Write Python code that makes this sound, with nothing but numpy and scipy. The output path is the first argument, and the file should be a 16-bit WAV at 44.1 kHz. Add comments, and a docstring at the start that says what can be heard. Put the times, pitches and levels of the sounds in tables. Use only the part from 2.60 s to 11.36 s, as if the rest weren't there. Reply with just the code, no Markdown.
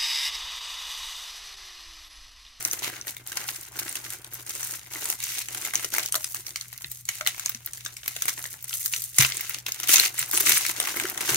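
"""Foil pack squeezed in a small room

Two hands squeeze and turn a foil pack close to a pair of microphone ports in a small quiet room.
Creases snap one by one as shaped noise bursts, over fine crackle and dull rustle made of many tiny cracks.
The pack, its contents and the table thump now and then as decaying low modes.
A faint mains-like hum of steady sines lies underneath, with low rumble and hiss of filtered noise."""
import sys
import numpy as np
from scipy import signal
from scipy.fft import rfft, irfft, next_fast_len
from scipy.io import wavfile
from scipy.ndimage import uniform_filter1d

SR = 44100
rng = np.random.default_rng(int(sys.argv[2]) if len(sys.argv) > 2 else 0)


def persist_wave(psi):
    """Save psi, clipped to +-1, as 16-bit WAV."""
    counts = np.round(np.clip(psi, -1, 1) * 32767).astype(np.int16)
    wavfile.write(sys.argv[1], SR, np.atleast_2d(counts).T)


N = 386316

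# Creases that buckle close to the ports. Each row: onset in seconds, peak in dB at the louder port
# (before the port balance), ringing band in Hz, low band in dB against the peak,
# treble in dB against the peak, length in ms.
CREASE_SNAPS = [(0.0498, -4.5, 5860, -28, -15.5, 2.3), (0.0812, -25, 8400, -32, -12, 1.9),
                (0.112, -9.5, 5900, -38, -8, 2.2), (0.1319, -9.5, 13900, -17, -12, 3.3),
                (0.412, -19, 5960, -60, -31, 2.1), (0.4692, -19.5, 13100, -8, -4, 3.4),
                (0.4798, -15, 7040, -33, -26, 1.6), (0.5666, -19, 14000, -26, -18, 2.3),
                (0.673, -17, 9000, -27, 7, 3), (0.7185, -22, 1560, -10, -13, 2.7),
                (0.7702, -10, 5040, -21, -13, 7.3), (0.887, -13.5, 2320, -16, -26, 5),
                (1.0291, -21.5, 10300, -25, 2, 2.7), (1.1902, -10.5, 5800, -21, -8.5, 7.6),
                (1.1967, -13.5, 11700, -30, -5.5, 4.7), (1.2925, -15.5, 8920, -36, -4, 4.9),
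                (1.3545, -14, 8600, -27, -13, 5.3), (1.503, -16, 8600, -40, -19, 2.7),
                (1.5239, -23, 2080, -25, -14, 3.4), (1.6447, -21.5, 8600, -26, -18, 3),
                (1.7416, -17.5, 12200, -29, -3, 2.7), (1.8937, -15.5, 6380, -32, -12, 4.3),
                (2.03, -15, 6100, -22, -10, 3.6), (2.048, -14, 8650, -37, -18, 5.1),
                (2.357, -23, 2020, 0, -15, 3), (2.4551, -10.5, 7840, -15, -10, 3.9),
                (2.5003, -6, 13800, -28, -8, 3), (2.5262, -20, 6280, -31, -17, 3),
                (2.6023, -15.5, 10100, -34, -20, 2.6), (2.638, -9.5, 6500, -46, -12, 4.1),
                (2.8175, -19, 3750, -26, -15, 1.9), (2.8848, -14.5, 8550, -13, -9, 3.3),
                (2.9472, -11, 1540, -18, -2, 4), (3.05, -11, 7600, -18, -11, 4.4),
                (3.136, -11, 9960, -24, -21, 2.6), (3.154, -4.5, 6220, -46, -21, 2.3),
                (3.207, -20, 7740, -32, -13, 3), (3.245, -10.5, 5900, -24, -18, 2.6),
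                (3.3389, -7, 7640, -12, -2, 4.1), (3.3484, -9.5, 1760, -22.5, -7, 1.5),
                (3.3823, -4.5, 6230, -15.5, -10, 3.4), (3.4331, -13.5, 3220, -34, -20, 3),
                (3.4595, -10, 12800, -49, -19, 3), (3.5229, -8.5, 10800, -39, -12, 3.5),
                (3.5424, -8, 3100, -19, -15, 1.5), (3.5534, -5, 3940, -19.5, -14, 3),
                (3.6428, -10.5, 6140, -26, -19, 3), (3.745, -10.5, 7160, -15.5, -2, 3),
                (3.8656, -15, 6050, -35, -23, 3.4), (3.8814, -24, 2060, -25, -21, 3.4),
                (3.9586, -9.5, 5650, -31, -30, 1.9), (4.0103, -14, 4300, -33, -22, 2.5),
                (4.128, -18.5, 10700, -23, -7.5, 2.7), (4.1574, -36, 1970, -22, -13, 3),
                (4.1769, -20, 6100, -57, -16, 3), (4.2198, -21.5, 10500, -26, -13, 2.6),
                (4.2438, -18, 1950, -33, -42, 2.2), (4.3152, -12.5, 8300, -30, -10, 2.6),
                (4.4528, -19, 7810, -42, -7, 1.9), (4.4886, -5.5, 6180, -27.5, -15.5, 4.4),
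                (4.6099, -14, 1920, -23, -27, 3.3), (4.6633, -7, 2130, -20, -17, 2.4),
                (4.6724, -1, 2980, -35.5, -19, 2.6), (4.7955, -11.5, 7900, -27, -13, 1.9),
                (4.8593, -6, 6350, -29.5, -19.5, 2.1), (4.8936, -6.5, 13800, -29, -13.5, 3.3),
                (4.9468, -16.5, 2920, -31, -25, 3.4), (5.0604, -14, 13200, -56, -8, 2.4),
                (5.0734, -23, 1600, -21, -19, 2.1), (5.1334, -15, 8650, -21.5, -5.5, 3),
                (5.178, -24, 14000, -25, -17, 3), (5.25, -17.5, 2020, -27, -10, 5),
                (5.2613, -15, 7360, -28, -35, 3.9), (5.3677, -16.5, 8600, -35, -23, 1.1),
                (5.4325, -22.5, 3090, -24, -33, 1.9), (5.4596, -22, 2060, -19, -14, 3.6),
                (5.4784, -8, 13000, -26.5, -15, 4), (5.5637, -16, 2980, -28, -19.5, 5.3),
                (5.6208, -6, 12000, -29, -8, 3.7), (5.655, -10, 8100, -14.5, -3.5, 2.5),
                (5.681, -1.5, 6400, -22, -4, 5.1), (5.6928, -11.5, 6020, -22, -16, 2.1),
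                (5.7763, -20.5, 9720, -4, -9, 3.7), (5.791, -19, 1870, -16, -10, 2.1),
                (5.8403, -14.5, 6400, -20.5, -21, 2.5), (5.8544, -18.5, 2090, -26, -27, 2.6),
                (5.9392, -24.5, 2140, -9, -6, 1.9), (6.0255, -18.5, 11900, -33, 3, 3),
                (6.0415, -15, 12000, -19, 0, 2.1), (6.0935, -15, 6270, -36, -14, 3),
                (6.1085, -22.5, 12000, -22, -21, 3), (6.1284, -17, 3070, -26, -34, 4),
                (6.1386, -14.5, 10800, -28, -16, 3.3), (6.2589, -6, 9600, -31, -13, 5.2),
                (6.3244, -15, 8970, -27, -7, 3), (6.336, -10.5, 6540, -25, -33, 3.4),
                (6.3622, -12, 8800, -36, -22, 3.2), (6.4196, -13, 8700, -45, -15, 3),
                (6.4388, -13.5, 7850, -49, -11, 4.2), (6.5845, 4, 6230, -24, -4, 3.2),
                (6.6224, -2, 1980, -22, -17, 2.4), (6.6314, -10, 2170, -25, -13, 3),
                (6.648, -5, 2800, -24, -38, 2), (6.7204, -13.5, 2210, -43, -40, 3),
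                (6.769, -8.5, 7800, -33, -12, 2.5), (6.8088, -8, 3040, -25, 3, 2.5),
                (6.8945, -9.5, 2170, -17.5, 0.5, 3.8), (6.944, -16.5, 2890, -28, -25, 4.4),
                (6.9848, -18, 6220, -32, -15, 3), (7.0641, -11.5, 2850, -26, -24, 4.8),
                (7.0833, -14, 2610, -16.5, -16.5, 8.6), (7.1198, -10.5, 6340, -48, -23, 2.3),
                (7.2, -14, 12400, -21, -14, 2.4), (7.232, -10.5, 6300, -20, -16, 2.8),
                (7.275, -15, 3150, -30, -23, 3.6), (7.292, -1.5, 8830, -24.5, -16, 3.5),
                (7.3586, -0.5, 6570, -47, -28, 4.5), (7.3684, -1, 6540, -37, -28, 2.7),
                (7.382, -7, 2480, -26, -27, 7.4), (7.3971, 0.5, 2120, -31, -23, 3),
                (7.5915, -6, 8050, -21, 5, 4.9), (7.6899, -24, 12500, -31, -5, 3),
                (7.7117, -10.5, 12700, -25, -7, 3), (7.7333, -5.5, 12500, -14, -3, 3),
                (7.7745, -2, 10200, -19, -7.5, 4.2), (7.8002, -12, 12800, -34, -9, 3),
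                (7.8044, -5.5, 12800, -13.5, -7, 3.7), (7.861, -2, 6950, -20, -2, 3.7),
                (7.894, 1, 13900, -19, -7, 3.6), (7.9773, -3, 10100, -36, 1, 2.6),
                (8.064, -8.5, 2090, -31, -17, 1.9), (8.0931, -8.5, 9220, -16, -10, 2.2),
                (8.2004, -2.5, 10100, -17, -9, 2.2), (8.272, -10.5, 10400, -12, -14, 4.8),
                (8.3694, -9.5, 2020, -7.5, -1, 1.6), (8.3984, -8, 2050, -19, -16, 4.1),
                (8.4532, -15, 2060, -21, -20, 2.6), (8.498, -12, 14100, -33, -18, 2.3),
                (8.5757, -10.5, 2140, -19, -16, 2.4), (8.609, -9.5, 7070, -28, 4, 3),
                (8.7445, -5, 6280, -27, -12, 3)]
USUAL_LOW_DB, USUAL_TREBLE_DB = -21.5, -17  # usual low-band and treble shares of a snap in dB against its peak; each snap's tilt is reckoned from these
BURST_PEAK_S = 0.01  # a burst peaks this long after its start


def gain_of(db):
    """Turns decibels into an amplitude factor."""
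    return 10 ** (np.asarray(db) / 20)


def evened(x):
    """Scales a signal to rms 1."""
    return x / np.sqrt(np.mean(x ** 2) + 1e-20)


def read(points, hz):
    """Reads a curve of (Hz, value) points on a log-frequency axis."""
    f, value = np.transpose(points)
    return np.interp(np.log(hz + 1), np.log(f + 1), value)


def add(mix, s, sound):
    """Mixes a two-channel sound in at time s in seconds."""
    part = mix[:, max(round(s * SR), 0):][:, :sound.shape[1]]
    part += sound[:, :part.shape[1]]


def ports(pair, colour_db):
    """Colours two unrelated signals and blends them into two ports whose likeness depends on pitch."""
    # How alike the two microphone ports hear. Each row: frequency in Hz, left-right likeness from 0 to 1.
    port_likeness = [(60, 0.84), (130, 0.89), (290, 0.87), (640, 0.62), (1410, 0.44), (3100, 0.32),
                     (15000, 0.96)]
    left_lead, lead_spread = 2.73, 2.06  # samples: mean lead of the left port, and its random spread
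    hz = np.fft.rfftfreq(pair.shape[-1], 1 / SR)
    same = np.clip(read(port_likeness, hz), 0, 1)
    a, b = rfft(pair)
    lead_s = (left_lead + lead_spread * rng.standard_normal()) / SR
    left = a * np.exp(2j * np.pi * hz * lead_s)
    right = same * a + np.sqrt(1 - same ** 2) * b
    return irfft(np.array([left, right]) * gain_of(colour_db(hz)), pair.shape[-1])


def slow(per_s):
    """Smooth chance: unit-variance random knots, per_s of them a second, joined by straight lines."""
    knots = rng.standard_normal(4000)
    return np.interp(np.arange(N) / SR * per_s, np.arange(len(knots)), knots)


def burst(rise_s, crack_s, ring_s, ring_db):
    """Two noise bursts: a quick rise to a sharp tick, a short crack, and a ring of the sheet after it."""
    t = np.arange(2048) / SR - BURST_PEAK_S
    rise = 1.13 * np.exp(-abs(t) / rise_s)
    fall = np.exp(-abs(t) / crack_s) + gain_of(ring_db) * np.exp(-abs(t) / ring_s)
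    tick = 0.41 * np.exp(-abs(t) / 0.00026)
    shape = np.where(t < 0, rise, fall) + tick
    return rng.standard_normal((2, len(t))) * shape * signal.windows.tukey(len(t), 0.1)


def hum():
    """Steady hum sines, two close enough to beat, over filtered noise: low rumble and faint room hiss."""
    # The hum lines. Each row: frequency in Hz, level in dB rms before the port balance.
    hum_lines = [(59.06, -69), (119.96, -58.6), (123.4, -67.5)]
    # Spectrum of the quiet room. Each row: frequency in Hz, relative density in dB per Hz.
    rumble_shape = [(12, -46), (20, 28), (120, 44.5), (204, 32), (574, -14), (1030, -49), (1330, -56),
                    (2020, -48), (2750, -25), (6180, -6), (6910, -76), (12100, 20), (16000, 20)]
    rumble_db = -60.5  # rms before the port balance
    t = np.arange(N) / SR
    lines = 0
    for hz, db in hum_lines:
        lines = lines + np.sqrt(2) * gain_of(db) * np.sin(2 * np.pi * (hz * t + rng.random()))
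    noise = rng.standard_normal((2, next_fast_len(N)))
    rumble = ports(noise, lambda hz: read(rumble_shape, hz))[:, :N]
    port_balance = gain_of([[0.4], [-0.4]])
    return (lines + gain_of(rumble_db) * evened(rumble)) * port_balance


def foil_db(hz):
    """The colour in dB that snaps and fine crackle share: a broad curve with the foil's resonances on top."""
    # Foil heard at the microphone. Each row: frequency in Hz, relative density in dB per Hz.
    foil_colour = [(240, -30), (400, -14), (700, -12), (1370, -5), (3000, -3), (5000, -3), (8000, 0),
                   (15300, 0), (16500, -4)]
    # Resonances on top of it. Each row: centre in Hz, width in Hz, height in dB.
    foil_resonances = [(2117, 195, 4.3), (4160, 81, 1.84), (6300, 740, 3.86), (8940, 82, 6),
                       (10100, 98, 1.5), (12400, 225, 2.7)]
    peaks = sum(db * np.exp(-((hz - peak_hz) / width) ** 2) for peak_hz, width, db in foil_resonances)
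    return read(foil_colour, hz) + peaks


def working():
    """Gains of fine crackle and dull rustle, and the tilt: holding, squeezes and snap showers add in power."""
    # The pack merely held. Each row: time in seconds, crackle in dB, dull rustle in dB against the crackle.
    holding = [(0, -55, -4), (1.6, -53, -2), (2.8, -44, -19), (3.9, -44, -17.5), (4.44, -55, -20.5),
               (5.05, -51, -14), (6, -47.5, -22), (7.04, -62, -1), (7.6, -40.5, -10), (8.76, -42.5, 1)]
    # Squeezes of the pack. Each row: start in seconds, length in seconds, crackle in dB at the start,
    # crackle in dB at the end, dull rustle in dB against the crackle, tilt in dB per octave.
    squeezes = [(0, 0.22, -37, -41, -8.5, 3), (0.213, 0.038, -33.5, -25.5, -12, -9.5),
                (0.258, .14, -38, -44.5, -4.5, -8), (0.472, 0.044, -37, -39, -14, 0.5),
                (0.673, 0.056, -42, -39.5, -14, -2), (0.756, 0.081, -42.5, -38, -2.5, -2),
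                (0.872, 0.22, -34.5, -49, -14, 0.5), (1.14, 0.12, -43, -41, -3, -0.5),
                (1.266, 0.14, -39.5, -41, -9, -0.5), (1.436, 0.12, -41, -39.5, -9.5, 0),
                (1.726, 0.087, -40.5, -44, -12.5, 1.5), (1.873, 0.29, -38.5, -35.5, -12, 1.5),
                (2.321, 0.21, -38.5, -34, -9, 2.5), (2.602, 0.21, -35.5, -30.5, -23, -3.5),
                (2.922, 0.16, -41.5, -35.5, -9.5, -1), (3.147, 0.1, -36, -37.5, -12.5, -4),
                (3.332, 0.14, -31.5, -40.5, -10, -1), (3.531, .26, -38.5, -42, -34, 6.5),
                (3.854, 0.052, -48.5, -49, -7.5, 23), (4.205, 0.084, -46.5, -50, -16, 10),
                (4.302, 0.1, -44.5, -44, -29, 6.5), (4.482, 0.1, -45.5, -36, -23, -3),
                (4.652, 0.2, -43.5, -41.5, -15.5, -6), (5.14, 0.075, -43.5, -47, -28, 0),
                (5.264, 0.065, -44, -52, -9, -4), (5.452, 0.3, -44, -38.5, -23, -1.5),
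                (5.766, 0.18, -43, -41, -21, 5.5), (6.082, 0.033, -41, -34, -28, 6),
                (6.13, 0.15, -31, -32, -46, 10.5), (6.317, 0.25, -30, -46, -41, 6.5),
                (6.559, 0.037, -37, -26, -27, 8.5), (6.593, 0.099, -14.5, -33.5, -23.5, -4.5),
                (6.662, 0.32, -37, -40, -14.5, -4), (7.065, 0.34, -45, -33.5, -14.5, -3.5),
                (7.288, 0.055, -21, -13.5, -30, -0.5), (7.341, .12, -25, -22, -20.5, -3.5),
                (7.571, 0.051, -32.5, -28.5, -17, -3), (7.737, .12, -24.5, -32, -15, 3.5),
                (7.856, 0.11, -18.5, -21, -22, -2), (7.981, 0.13, -28, -30.5, -31, -3.5),
                (8.176, 0.32, -33, -36.5, -10, -3), (8.599, 0.068, -37, -30.5, -8, -3),
                (8.692, .08, -23.5, -30, -7.5, -3)]
    grip_db_per_s, ease_db_per_s = 900, 448  # how fast a squeeze sets in and lets go
    shower_db, shower_db_per_s = -26, 361  # crackle set off by a snap, against its peak; its decay
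    shower_dull_db = -13.0  # dull rustle against that crackle, at the usual low share
    t = np.arange(0, N / SR + 0.01, 0.002)
    s, held_db, held_dull_db = np.transpose(holding)
    fine = gain_of(np.interp(t, s, held_db)) ** 2
    dull = fine * gain_of(np.interp(t, s, held_dull_db)) ** 2
    tilt = 0 * t
    for start, length, first_db, last_db, dull_db, tilt_db in squeezes:
        end = start + length
        off_db = grip_db_per_s * np.maximum(start - t, 0) + ease_db_per_s * np.maximum(t - end, 0)
        power = gain_of(np.interp(t, [start, end], [first_db, last_db]) - off_db) ** 2
        fine = fine + power
        dull = dull + power * gain_of(dull_db) ** 2
        tilt = tilt + power * tilt_db
    tilt = tilt / fine  # mean tilt, weighted by power
    for onset, peak_db, _, low_db, *_ in CREASE_SNAPS:
        power = (t >= onset) * gain_of(peak_db + shower_db - shower_db_per_s * abs(t - onset)) ** 2
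        fine = fine + power
        dull = dull + power * gain_of(low_db - USUAL_LOW_DB + shower_dull_db) ** 2
    return [np.interp(np.arange(N) / SR, t, v) for v in (np.sqrt(fine), np.sqrt(dull), tilt)]


def grains(colour_db, lo_hz, hi_hz, per_s, spread_db, clump_db, length_s, count, tilt_db=0):
    """Clumped tiny cracks of many sizes, each kind favouring one band; the running rms is held at 1."""
    out, kind = np.zeros((2, N)), rng.integers(0, count, N)
    octaves_up = np.log2(hi_hz / lo_hz) * kind / (count - 1)
    size = gain_of(spread_db * np.minimum(rng.exponential(1, N), 4) + clump_db)
    size *= (rng.random(N) < per_s / SR) * gain_of(tilt_db * octaves_up)
    for k, ring_hz in enumerate(np.geomspace(lo_hz, hi_hz, count)):
        def tint(hz):
            return colour_db(hz) + 14.4 * np.exp(-(np.log((hz + 1) / ring_hz) / 0.8) ** 2)
        noise = burst(rise_s=0.69 * length_s, crack_s=length_s, ring_s=2.65 * length_s, ring_db=-7.5)
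        grain = ports(noise, tint)
        train = size * (kind == k)
        cracks = signal.oaconvolve(train[None], grain, axes=1)
        out += cracks[:, round(BURST_PEAK_S * SR):][:, :N]
    return out / np.sqrt(abs(uniform_filter1d((out ** 2).mean(0), size=SR // 16)))


def crackle():
    """Fine crackle, separate small pops and dull rustle, all driven by the working of the hands."""
    # Colour of the dull rustle. Each row: frequency in Hz, relative density in dB per Hz.
    rustle_shape = [(88, -46), (150, -1.5), (173, -5), (326, 0), (475, -10.5), (616, -8.5), (661, -8.5),
                    (1060, -4), (2500, -0.5), (3250, -0.5), (5500, -120)]
    slide_db, slide_slope = -14, 0.52  # below this dull share the fingers slide: pops fade, dB per dB
    light_db, light_slope = -39.5, 0.18  # below this level the fine crackle thins out, dB per dB
    fine_gain, dull_gain, tilt_db = working()
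    clumps = slow(110.0)
    fine = grains(foil_db, 2170, 13100, per_s=2200, spread_db=3.0, clump_db=1.2 * clumps,
                  length_s=0.0015, count=18, tilt_db=tilt_db)
    pops = grains(foil_db, 845, 12800, per_s=130, spread_db=2.0, clump_db=4.1 * clumps,
                  length_s=0.0013, count=18, tilt_db=tilt_db)
    dull = grains(lambda hz: read(rustle_shape, hz), 422, 1605, per_s=500, spread_db=3.5,
                  clump_db=3.1 * clumps, length_s=0.0021, count=12)
    thin_db = light_slope * np.minimum(20 * np.log10(fine_gain) - light_db, 0)
    pop_db = slide_slope * np.minimum(20 * np.log10(dull_gain / fine_gain) - slide_db, 0)
    bright = gain_of(thin_db - 0.5) * fine + gain_of(pop_db - 1.5) * pops
    return fine_gain * bright + dull_gain * dull


def snaps():
    """Each buckling crease: a burst with its own length, ringing band, low share and treble share."""
    snap_rise_s = 0.0012  # from onset to the peak of the burst
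    band_db = 7  # how much a snap favours its ringing band
    out = np.zeros((2, N))
    for s, peak_db, ring_hz, low_db, high_db, length_ms in CREASE_SNAPS:
        # every crease frees another patch of foil, so its spectrum has its own bumps
        bumps = np.transpose([np.geomspace(700, 16000, num=20), 4.5 * rng.standard_normal(20)])
        low, high = low_db - USUAL_LOW_DB, high_db - USUAL_TREBLE_DB
        tilt = [(600, low), (1500, low + 5), (4500, 0), (11000, high - 6.0), (15500, high - 4)]

        def colour(hz):
            band = band_db * np.exp(-(np.log((hz + 1) / ring_hz) / 0.16) ** 2)
            return foil_db(hz) + read(tilt, hz) + read(bumps, hz) + band
        length_s = length_ms / 1000
        noise = burst(rise_s=0.2 * length_s, crack_s=0.66 * length_s, ring_s=0.008, ring_db=-20)
        crack = ports(noise, colour)
        add(out, s + snap_rise_s - BURST_PEAK_S, gain_of(peak_db) * crack / abs(crack).max())
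    return out


def thumps():
    """Each knock rings low, slightly rough modes that take about a cycle to build up."""
    # The table top knocked through the hands. Each row: time in seconds, nominal peak in dB.
    table_knocks = [(4.249, -40), (6.594, -18.5), (7.3, -45), (7.609, -41), (7.868, -40), (7.905, -41),
                    (8.714, -33)]
    # What the table rings with. Each row: frequency in Hz, level in dB against the knock, t60 in seconds.
    table_modes = [(61.3, -16, 0.28), (130, 1, 0.19)]
    # Stiff contents ticking inside the wrapper. Each row: time in seconds, nominal peak in dB.
    content_ticks = [(3.38, -40.5), (3.55, -38), (4.61, -39)]
    # Modes of the contents. Each row: frequency in Hz, level in dB against the tick, t60 in seconds.
    content_modes = [(615, 0.5, 0.18), (678, -0.5, 0.1)]
    # Fingers patting the pack, which rings by how it is held.
    # Each row: time in seconds, nominal peak in dB, frequency in Hz.
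    finger_pats = [(3.789, -42.5, 360), (4.24, -45, 340), (4.948, -35, 231), (5.683, -42, 343),
                   (6.586, -35, 330), (7.292, -34, 332), (7.402, -35, 404), (7.451, -36.5, 380),
                   (7.742, -34, 362), (7.779, -43, 380), (7.806, -30, 402), (7.9, -33, 397),
                   (8.378, -29, 322), (8.423, -29, 337), (8.444, -24, 365)]
    pat_t60_s, rough_db = 0.061, 2.5  # decay of a pat; how unevenly any knock dies
    out, t = np.zeros((2, N)), np.arange(SR // 4) / SR
    rings = [(*pat, pat_t60_s) for pat in finger_pats]
    for knocks, modes in ((table_knocks, table_modes), (content_ticks, content_modes)):
        for s, db in knocks:
            rings += [(s, db + mode_db, hz, t60) for hz, mode_db, t60 in modes]
    for s, peak_db, hz, t60 in rings:
        # chance smoothed over three cycles
        wobble = evened(uniform_filter1d(rng.standard_normal(len(t)), size=round(3 * SR / hz)))
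        decay = gain_of(peak_db - 60 * t / t60 + rough_db * wobble)
        build_up = 1 - np.exp(-t * hz / 0.84)
        ring = decay * build_up * np.sin(2 * np.pi * hz * t)
        add(out, s, ring * gain_of([[0.6], [-0.6]]))
    return out


def room(x):
    """Small-room tail: sparse taps of random sign after a short gap, each band dying at its own speed."""
    # Decay of the room. Each row: frequency in Hz, t60 in seconds.
    room_decay = [(300, 0.12), (2000, 0.13), (6000, 0.094), (15000, 0.046)]
    taps = np.zeros((2, SR // 2))
    # one tap in every 20 samples, from sample 300 on
    at = np.arange(300, SR // 2 - 20, 20) + rng.integers(0, 20, (2, (SR // 2 - 301) // 20))
    np.put_along_axis(taps, at, rng.choice([-1.0, 1.0], at.shape), 1)
    hz, t, bands = signal.stft(taps, SR, nperseg=256)
    fade = gain_of(-60 * t / read(room_decay, hz)[:, None])
    tail = signal.istft(bands * fade, SR, nperseg=256)[1]
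    tail = ports(tail, np.zeros_like)
    return signal.oaconvolve(x.mean(0)[None], tail / np.linalg.norm(tail[0]), axes=1)[:, :N]


def scene():
    """Snaps and crackle with their room, plus the dry thumps, over the hum."""
    port_balance = gain_of([[0.6], [-0.6]])
    foil = (snaps() + crackle()) * port_balance
    return foil + gain_of(-12.0) * room(foil) + thumps() + hum()


def record(dry):
    """The microphone's hard ceiling just under full scale, then a steep low-pass as band limit."""
    edge_hz = 15900
    edge = signal.firwin(511, edge_hz, window=("kaiser", 9), fs=SR)
    return signal.oaconvolve(np.clip(dry, -0.9, 0.9), edge[None], "same")


dry = scene()
out = record(dry)
persist_wave(out)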